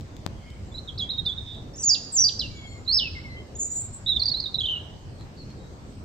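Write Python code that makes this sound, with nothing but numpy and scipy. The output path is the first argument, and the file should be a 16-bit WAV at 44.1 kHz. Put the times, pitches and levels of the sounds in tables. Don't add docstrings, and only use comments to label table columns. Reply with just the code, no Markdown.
import sys
import numpy as np
from scipy import signal
from scipy.io import wavfile
from scipy.ndimage import uniform_filter1d

SR = 44100
rng = np.random.default_rng(int(sys.argv[2]) if len(sys.argv) > 2 else 0)


def voltage_ratio(level):
    return 10 ** (np.asarray(level, float) / 20)


def wrap_up_sound(samples):
    columns = np.atleast_2d(samples).T
    tamed = np.clip(columns, -1, 1)
    steps = np.round(tamed * 32767).astype(np.int16)
    wavfile.write(sys.argv[1], SR, steps)


N = 266364


def evened(x):
    return x / np.sqrt(np.mean(x ** 2) + 1e-20)


def read(points, hz):
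    f, value = np.transpose(points)
    return np.interp(np.log(hz + 1), np.log(f + 1), value)


def add(mix, start_s, sound):
    part = mix[..., round(start_s * SR):][..., :sound.shape[-1]]
    part += sound[..., :part.shape[-1]]


def wobble(count, size):
    noise = rng.standard_normal(count + size)
    smooth = uniform_filter1d(uniform_filter1d(noise, size), size)
    return evened(smooth)[:count]


def fade_inside(t, start, end, ramp_s):
    return np.clip(np.minimum(t - start, end - t) / ramp_s, 0, 1)


def chip(start, length, level_db, from_hz, to_hz):
    crest = 0.45
    arch_db, bend = -9, 1.1
    u = np.arange(0, length, 1 / SR) / length
    away = np.where(u < crest, 1 - u / crest, (u - crest) / (1 - crest))
    hz = from_hz + (to_hz - from_hz) * u ** bend
    return start + u * length, hz, level_db + arch_db * away ** 2


def unroll(path):
    s, hz = np.transpose(path)
    t = np.arange(s[0], s[-1], 1 / SR)
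    return t, uniform_filter1d(np.interp(t, s, hz), size=90)


# (pitch [Hz], gain [dB])
SYRINX_YIELD = [(2100, -18), (2700, -14.5), (3300, -5.5), (4000, -2.5), (4800, 2), (5800, 0.5), (6800, 1.5),
                (7600, -7), (8600, -19)]


def whistle(path, effort_db, start_db, end_db):
    build, ebb = 3.0, 3.13
    t, hz = unroll(path)
    u = (t - t[0]) / (t[-1] - t[0])
    breath_db = effort_db + start_db * (1 - u) ** build + end_db * u ** ebb
    return t, hz, breath_db + read(SYRINX_YIELD, hz)


def snap(length, hz):
    t = (np.arange(length) - 60) / SR
    return np.exp(-(t * hz / 1.7) ** 2) * np.cos(2 * np.pi * 1.27 * hz * t)


# (multiple of the pitch [ratio], level [dB])
OVERTONES = [(2, -35.5), (3, -50), (4, -53.5), (5, -50)]
# (frequency [Hz], gain [dB])
OVERTONE_COLOUR = [(4000, -2.5), (5800, -8.5), (6600, 7.5), (8000, -20), (9500, -3), (10500, -7),
                   (11700, -5), (13000, -9), (15000, 8.5), (16000, 5.5)]
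# (pitch [Hz], difference [dB])
BIRD_LEFT_LEVEL = [(2000, 3.5), (3500, -5.5), (5000, -5), (8000, -1)]
# (pitch [Hz], lead [rad])
BIRD_LEFT_LEAD = [(2000, 2.27), (2760, 1.07), (4570, 0.09), (5600, 1.55), (7150, 1.93)]
# (start [s], end [s], throb rate [Hz], depth [0-1], pitch swing [Hz])
PURRS = [(1.45, 1.6, 220, 0.85, 20), (3.6, 3.99, 300, 0.55, 110), (4.05, 4.1, 130, .2, 140),
         (4.676, 4.72, 95, 0.5, 110), (4.71, 4.8, 95, .4, 25)]
# (start [s], end [s], multiple of the pitch [ratio], level [dB])
LOW_PARTIALS = [(2.55, 2.685, 1.5, -3), (2.665, 2.785, 2, -8), (2.71, 2.75, 1.5, -3), (3.29, 3.36, 2, -10),
                (3.36, 3.425, 1.5, -1)]


def robin_note(t, hz, level_db):
    count = len(t)
    size = np.sqrt(2) * voltage_ratio(level_db + 1.2 * wobble(count, size=120))
    sung_hz = hz.copy()
    for start, end, throb_hz, depth, swing_hz in PURRS:
        turn = 2 * np.pi * throb_hz * t + throb_hz / 220 * wobble(count, size=300)
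        inside = fade_inside(t, start, end, 0.011)
        sung_hz += swing_hz * np.cos(turn) * inside
        size *= 1 + depth * np.sin(turn) * inside
    cycles = np.cumsum(sung_hz * (1 + 0.0047 * wobble(count, size=60))) / SR
    angle = 2 * np.pi * (cycles + rng.random())
    angles = np.array([angle + read(BIRD_LEFT_LEAD, sung_hz), angle])
    tone = np.sin(angles)
    for k, db in OVERTONES:
        gain = voltage_ratio(db + read(OVERTONE_COLOUR, k * sung_hz)) * (k * sung_hz < 17000)
        tone += gain * np.sin((k - 1) * angle + angles + wobble(count, size=50))
    for start, end, k, db in LOW_PARTIALS:
        tone += voltage_ratio(db) * fade_inside(t, start, end, 0.012) * np.sin(k * angles)
    edge = fade_inside(t, t[0], t[-1], 0.003)
    tone *= np.sin(edge * np.pi / 2) ** 2
    if t[-1] - t[0] < 0.03:
        tone += voltage_ratio(-18) * (snap(count, sung_hz[0]) + snap(count, sung_hz[-1])[::-1])
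    return t[0], size * tone * voltage_ratio(np.outer([.5, -.5], read(BIRD_LEFT_LEVEL, sung_hz)))


# (start [s], length [s], crest level [dB rms], from pitch [Hz], to pitch [Hz])
CHIPS = [ (0.714, 0.024, -55, 3460, 3600), (.74, 0.03, -42.5, 3840, 4030), (0.757, 0.0072, -38, 4000, 4140),
         (0.766, 0.011, -40.5, 3930, 4100), (0.776, 0.02, -35, 3710, 4320),
         (0.975, 0.017, -35.5, 3540, 5620), (1.175, 0.026, -28, 3770, 3740), (1.21, 0.013, -52, 3600, 3780),
         (1.251, 0.015, -32.5, 3870, 4070), (1.256, 0.0083, -33.5, 3830, 5260),
         (1.375, .023, -32, 3790, 3633), (1.426, 0.017, -41.5, 3600, 3550),
         (2.846, .014, -56.5, 4600, 4200), (2.86, 0.016, -45.5, 3940, 3740),
         (3.551, 0.029, -39.5, 6560, 7580), (3.64, 0.045, -31, 6920, 7230), (3.701, 0.049, -32, 7080, 7130),
         (3.748, .068, -28, 7080, 7240), (3.734, .065, -36, 7700, 7650), (3.801, 0.033, -32, 7820, 7250),
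         (3.84, 0.033, -36.5, 7430, 7400), (3.927, 0.053, -42, 7600, 7780),
         (4.16, 0.017, -19.5, 3760, 3420), (4.194, .016, -24, 4680, 4150), (4.216, .016, -19.5, 4070, 4290),
         (4.23, 0.013, -28, 4900, 4500), (4.254, 0.0094, -21, 4570, 4780), (4.261, .011, -23, 4840, 4400),
         (4.277, 0.018, -21, 4174, 4990), (4.29, .014, -29, 4970, 3490), (4.313, 0.018, -23, 4365, 4280),
         (4.339, 0.019, -23.5, 3850, 4100), (4.358, 0.041, -32, 4080, 4370), (4.397, .012, -26, 3870, 5170),
         (4.413, 0.028, -37.5, 4610, 4000), (4.437, 0.015, -29.5, 4250, 3820),
         (4.457, 0.013, -25, 3690, 3760), (4.475, .012, -38.5, 3970, 3940), (4.542, .01, -21.5, 4150, 3550),
         (4.551, 0.012, -28.5, 3685, 4290), (4.583, 0.018, -24, 3775, 4060),
         (4.603, 0.011, -23, 3600, 2990), (4.614, .013, -25, 3440, 3240), (4.634, 0.023, -27, 3214, 2950),
         (4.652, 0.015, -25, 3200, 3860), (4.667, 0.015, -26.5, 3043, 3205), ]
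# (time [s], pitch [Hz])
WHISTLES = [
    [(.875, 3750), (.884, 3780), (.888, 3270), (.893, 3460), (.899, 3070), (.912, 3350)],
    [(.99, 3920), (.996, 3770), (1.0, 4100), (1.005, 3433), (1.03, 3266), (1.045, 3390)],
    [(1.09, 3540), (1.11, 4204), (1.124, 3737), (1.163, 3723)],
    [(1.262, 3600), (1.28, 3590), (1.295, 3403), (1.315, 3440), (1.335, 3740)],
    [(1.46, 3585), (1.472, 3610), (1.59, 3631)],
    [(1.735, 6000), (1.743, 5140), (1.757, 5800), (1.764, 7540), (1.769, 6450), (1.775, 7900),
     (1.783, 5400), (1.793, 6800), (1.799, 5870), (1.82, 6200), (1.838, 4740), (1.85, 4690)],
    [(1.797, 7630), (1.825, 8680), (1.838, 6680), (1.854, 7250), (1.861, 6680), (1.88, 6850), (1.895, 5500),
     (1.91, 4710), (1.93, 4720), (1.941, 5000), (1.956, 2730), (1.971, 2710)],
    [(2.118, 8600), (2.13, 7700), (2.158, 7310), (2.188, 5550), (2.205, 6080), (2.23, 5576), (2.237, 5790),
     (2.246, 4630), (2.262, 4733), (2.284, 4784), (2.3, 2360)],
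    [(2.392, 5700), (2.401, 4030), (2.411, 4167), (2.42, 3080), (2.443, 2780), (2.472, 2705)],
    [(2.5, 2322), (2.64, 2194), (2.79, 2124)],
    [(2.876, 3980), (2.922, 4464), (2.937, 5180), (2.954, 5440), (2.972, 5290), (2.982, 4650), (2.99, 3850),
     (3.004, 3060), (3.014, 2880), (3.025, 3040), (3.04, 2745), (3.082, 2580)],
    [(3.15, 2183), (3.187, 2060), (3.208, 2240)],
    [(3.24, 2220), (3.295, 2037), (3.357, 2046), (3.428, 2125)],
    [(3.58, 7300), (3.597, 6750), (3.638, 6830)],
    [(3.59, 7350), (3.62, 7450), (3.632, 7760), (3.66, 7730)],
    [(4.061, 3760), (4.068, 3710), (4.1, 3906), (4.14, 3500)],
    [(4.682, 2940), (4.7, 3124), (4.75, 2938), (4.76, 2860), (4.79, 2887)],
]
# (effort [dB rms], change at the start [dB], change at the end [dB])
BREATHS = [(-31, -5.5, -9), (-22.5, -8.5, -6.5), (-28.5, 2, -5.5), (-26, 7.5, -7), (-40, -2, -2),
           (-36, -21.5, -4), (-16.5, -18.5, -9.5), (-17, -9, -7), (-24, -2, -7.5), (-31.5, -11.5, -5),
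           (-21, -3.5, 4), (-23.5, -2.5, -7), (-26.5, -3, -12.5), (-28, -14.5, 0), (-28, -8, -3),
           (-18.5, -8.5, -3), (-20.5, 1.5, -6.5)]


def robin():
    song = np.zeros((2, N))
    for row in CHIPS:
        add(song, *robin_note(*chip(*row)))
    for path, breath in zip(WHISTLES, BREATHS):
        add(song, *robin_note(*whistle(path, *breath)))
    return song


# (frequency [Hz], t60 [s])
WOOD_DECAY = [(2000, 0.61), (4000, 0.76), (6000, 0.56), (8500, 0.85), (15000, 0.043)]
# (delay [s], level [dB])
BOUGHS = [(.0018, -16), (.0043, -16), (.0052, -20), (.0076, -21), (.0085, -19), (.0135, -23), (.021, -24),
          (.030, -23)]


def echoes(shared):
    taps = np.zeros((3, SR))
    at = np.arange(80, SR - 20, 20) + rng.integers(0, 20, (3, (SR - 81) // 20))
    np.put_along_axis(taps, at, rng.choice([-1., 1.], at.shape), 1)
    taps = shared * taps[2] + np.sqrt(1 - shared ** 2) * taps[:2]
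    hz, frame_s, z = signal.stft(taps, SR, nperseg=256)
    z = z * voltage_ratio(-60 * frame_s / read(WOOD_DECAY, hz)[:, None])
    late = signal.istft(z, SR, nperseg=256)[1][:, :SR]
    near = taps * voltage_ratio(-60 * np.arange(SR) / SR / 0.12)
    tail = sum(voltage_ratio(db) * part / np.linalg.norm(part[0]) for part, db in [(near, -13), (late, -14.5)])
    for delay, db in BOUGHS:
        tail[[0, 1], round(delay * SR) + rng.integers(0, 6, 2)] += voltage_ratio(db)
    return tail


def wood(x, shared=0.49):
    turn = np.pi * 9.5 * np.arange(N) / SR
    wet = np.zeros((2, N))
    for k in range(3):
        window = np.sqrt(2 / 3) * np.cos(turn + k * np.pi / 3)
        wet += signal.fftconvolve(x * window, echoes(shared), axes=1)[:, :N]
    return wet


def far_call(start, length, level_db, from_hz, to_hz):
    hz = np.linspace(from_hz, to_hz, round(length * SR))
    blur = 1.1 + wobble(len(hz), size=95) + 1j * wobble(len(hz), size=95)
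    tone = (blur * np.exp(2j * np.pi * np.cumsum(hz) / SR)).real
    return start, voltage_ratio(level_db) * tone * signal.windows.tukey(len(hz), .6)


# (start [s], length [s], relative level [dB], from pitch [Hz], to pitch [Hz])
FAR_CALLS = [(0.098, .14, -67, 3580, 3600), (0.359, .3, -63, 2130, 2220), (0.298, 0.32, -63.5, 3290, 3020),
             (0.63, 0.18, -66, 7520, 7300), (2.446, 0.45, -60.5, 6830, 7180),
             (2.689, 0.077, -59.5, 7700, 7230), (3.547, 0.034, -63.5, 3560, 3600),
             (3.568, 0.054, -67, 3980, 4330), (3.733, 0.045, -63.5, 4000, 4300),
             (5.183, .05, -58, 4090, 4100), (5.364, 0.0732, -52.5, 4600, 4120),
             (5.43, .12, -62, 4340, 4240), (5.554, 0.15, -64, 3820, 3910), (5.82, 0.22, -70, 8000, 8100)]


def far_birds():
    calls = np.zeros((2, N))
    for row in FAR_CALLS:
        add(calls, *far_call(*row))
    return voltage_ratio(-4) * calls + voltage_ratio(3) * wood(calls, shared=0.4)


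# (time [s], peak level midway between the sides [dB], left against right [dB], brightness [0.5 = plain])
TICKS = [(.010, -37.5, 14, 1), (0.1668, -37, 14, 1.0), (0.2642, -18, 21, 0.28), (0.275, -30, -2, 0.066),
         (.5035, -36.5, 0, 0.77), (1.5345, -45, -3, 0.9), (1.549, -39, 1, .8), (4.3745, -32.5, 10, 0.68),
         (5.2106, -35, 0.5, 0.44), (5.5036, -38, -2, .6)]
# (frequency [Hz], level [dB], t60 [s])
CASE_MODES = [(158, -10.5, 0.014), (734, -2.5, 0.0033), (1800, -3, 0.0011), (3600, 6.5, 0.0018),
              (6700, -6.5, 0.0023), (13200, -18, .0015)]


def ticks():
    t, out = np.arange(900) / SR, np.zeros((2, N))
    for s, peak_db, pan_db, bright in TICKS:
        tilt_db = 14 * (bright - .5)
        ring = np.zeros(len(t))
        for hz, db, t60 in CASE_MODES:
            decay = voltage_ratio(db + tilt_db * np.log2(hz / 2000) - 60 * t / t60)
            ring += decay * np.sin(2 * np.pi * hz * t + np.pi / 4)
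        ring *= 1 - np.exp(-t / .00004)
        sides_db = peak_db + np.array([[.5], [-.5]]) * pan_db
        add(out, s, voltage_ratio(sides_db) * ring / abs(ring).max())
    return out


# (frequency [Hz], relative density [dB per Hz])
AIR_COLOUR = [(12, -37), (20, -26.5), (87, 1), (145, -10), (191, -9), (420, -17.5), (615, -21), (1740, -32),
              (3540, -38), (4340, -36), (5180, -37.5), (8600, -42.5), (11200, -83.5), (18900, -120)]
# (frequency [Hz], relative density [dB per Hz])
AIR_TREBLE = [(7000, -21), (9000, 3.5), (11000, 2.5), (15700, -4)]
# (frequency [Hz], correlation [-1 to 1])
AIR_LIKENESS = [(60, .89), (150, .87), (300, .83), (640, .45), (1400, -.25), (3100, 0), (15000, .05)]
# (frequency [Hz], difference [dB])
AIR_LEFT = [(60, -0.5), (180, 0.5), (550, -1), (1650, 3.5), (4970, -4.5), (15000, 9.5)]
# (time [s], relative level [dB])
RUMBLE_DRIFT = [(0.1, -42.5), (1.44, -42), (1.97, -49), (2.73, -41), (5.87, -44.5), (5.9, -43)]


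def air():
    level_db, treble_db = -40, -57
    frames, hz = N // 256 + 5, np.fft.rfftfreq(1024, 1 / SR)
    a, b, c, d, patches = rng.standard_normal((frames, 513, 5)).T
    patches = uniform_filter1d(uniform_filter1d(patches, size=12, axis=0), size=14, axis=1)
    patches_db = 1.9 * evened(patches)
    s, drift_db = np.transpose(RUMBLE_DRIFT)
    drift_db = np.interp((np.arange(frames) - 2) * 256 / SR, s, drift_db - drift_db.mean())
    deep = 1 / (1 + (hz / 140) ** 4)
    same, left = read(AIR_LIKENESS, hz)[:, None], a + 1j * b
    right = same * left + np.sqrt(1 - same ** 2) * (c + 1j * d)
    colour = np.hypot(voltage_ratio(read(AIR_COLOUR, hz)), voltage_ratio(treble_db + read(AIR_TREBLE, hz)))
    z = np.array([left, right]) * colour[:, None] * voltage_ratio(patches_db + deep[:, None] * drift_db)
    z *= voltage_ratio(np.outer([.5, -.5], read(AIR_LEFT, hz)))[:, :, None]
    noise = signal.istft(z, nperseg=1024, noverlap=768)[1][:, :N]
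    return voltage_ratio(level_db) * evened(noise)


def scene():
    song = robin()
    return song + wood(song) + far_birds() + ticks() + air()


def top_cut(x):
    return signal.sosfilt(signal.butter(12, 16600, fs=SR, output="sos"), x)


# (frequency [Hz], gain [dB])
MICROPHONE = [(8300, 0), (9000, -8), (10000, -16), (11200, -2), (12000, 0), (15600, 0), (16000, -70)]


def record(dry):
    hz = np.linspace(0, SR / 2, 257)
    colour = signal.firwin2(255, hz, voltage_ratio(read(MICROPHONE, hz)), fs=SR)
    mix = signal.oaconvolve(dry, colour[None], "same")
    return top_cut(mix)


dry = scene()
out = record(dry)
wrap_up_sound(out)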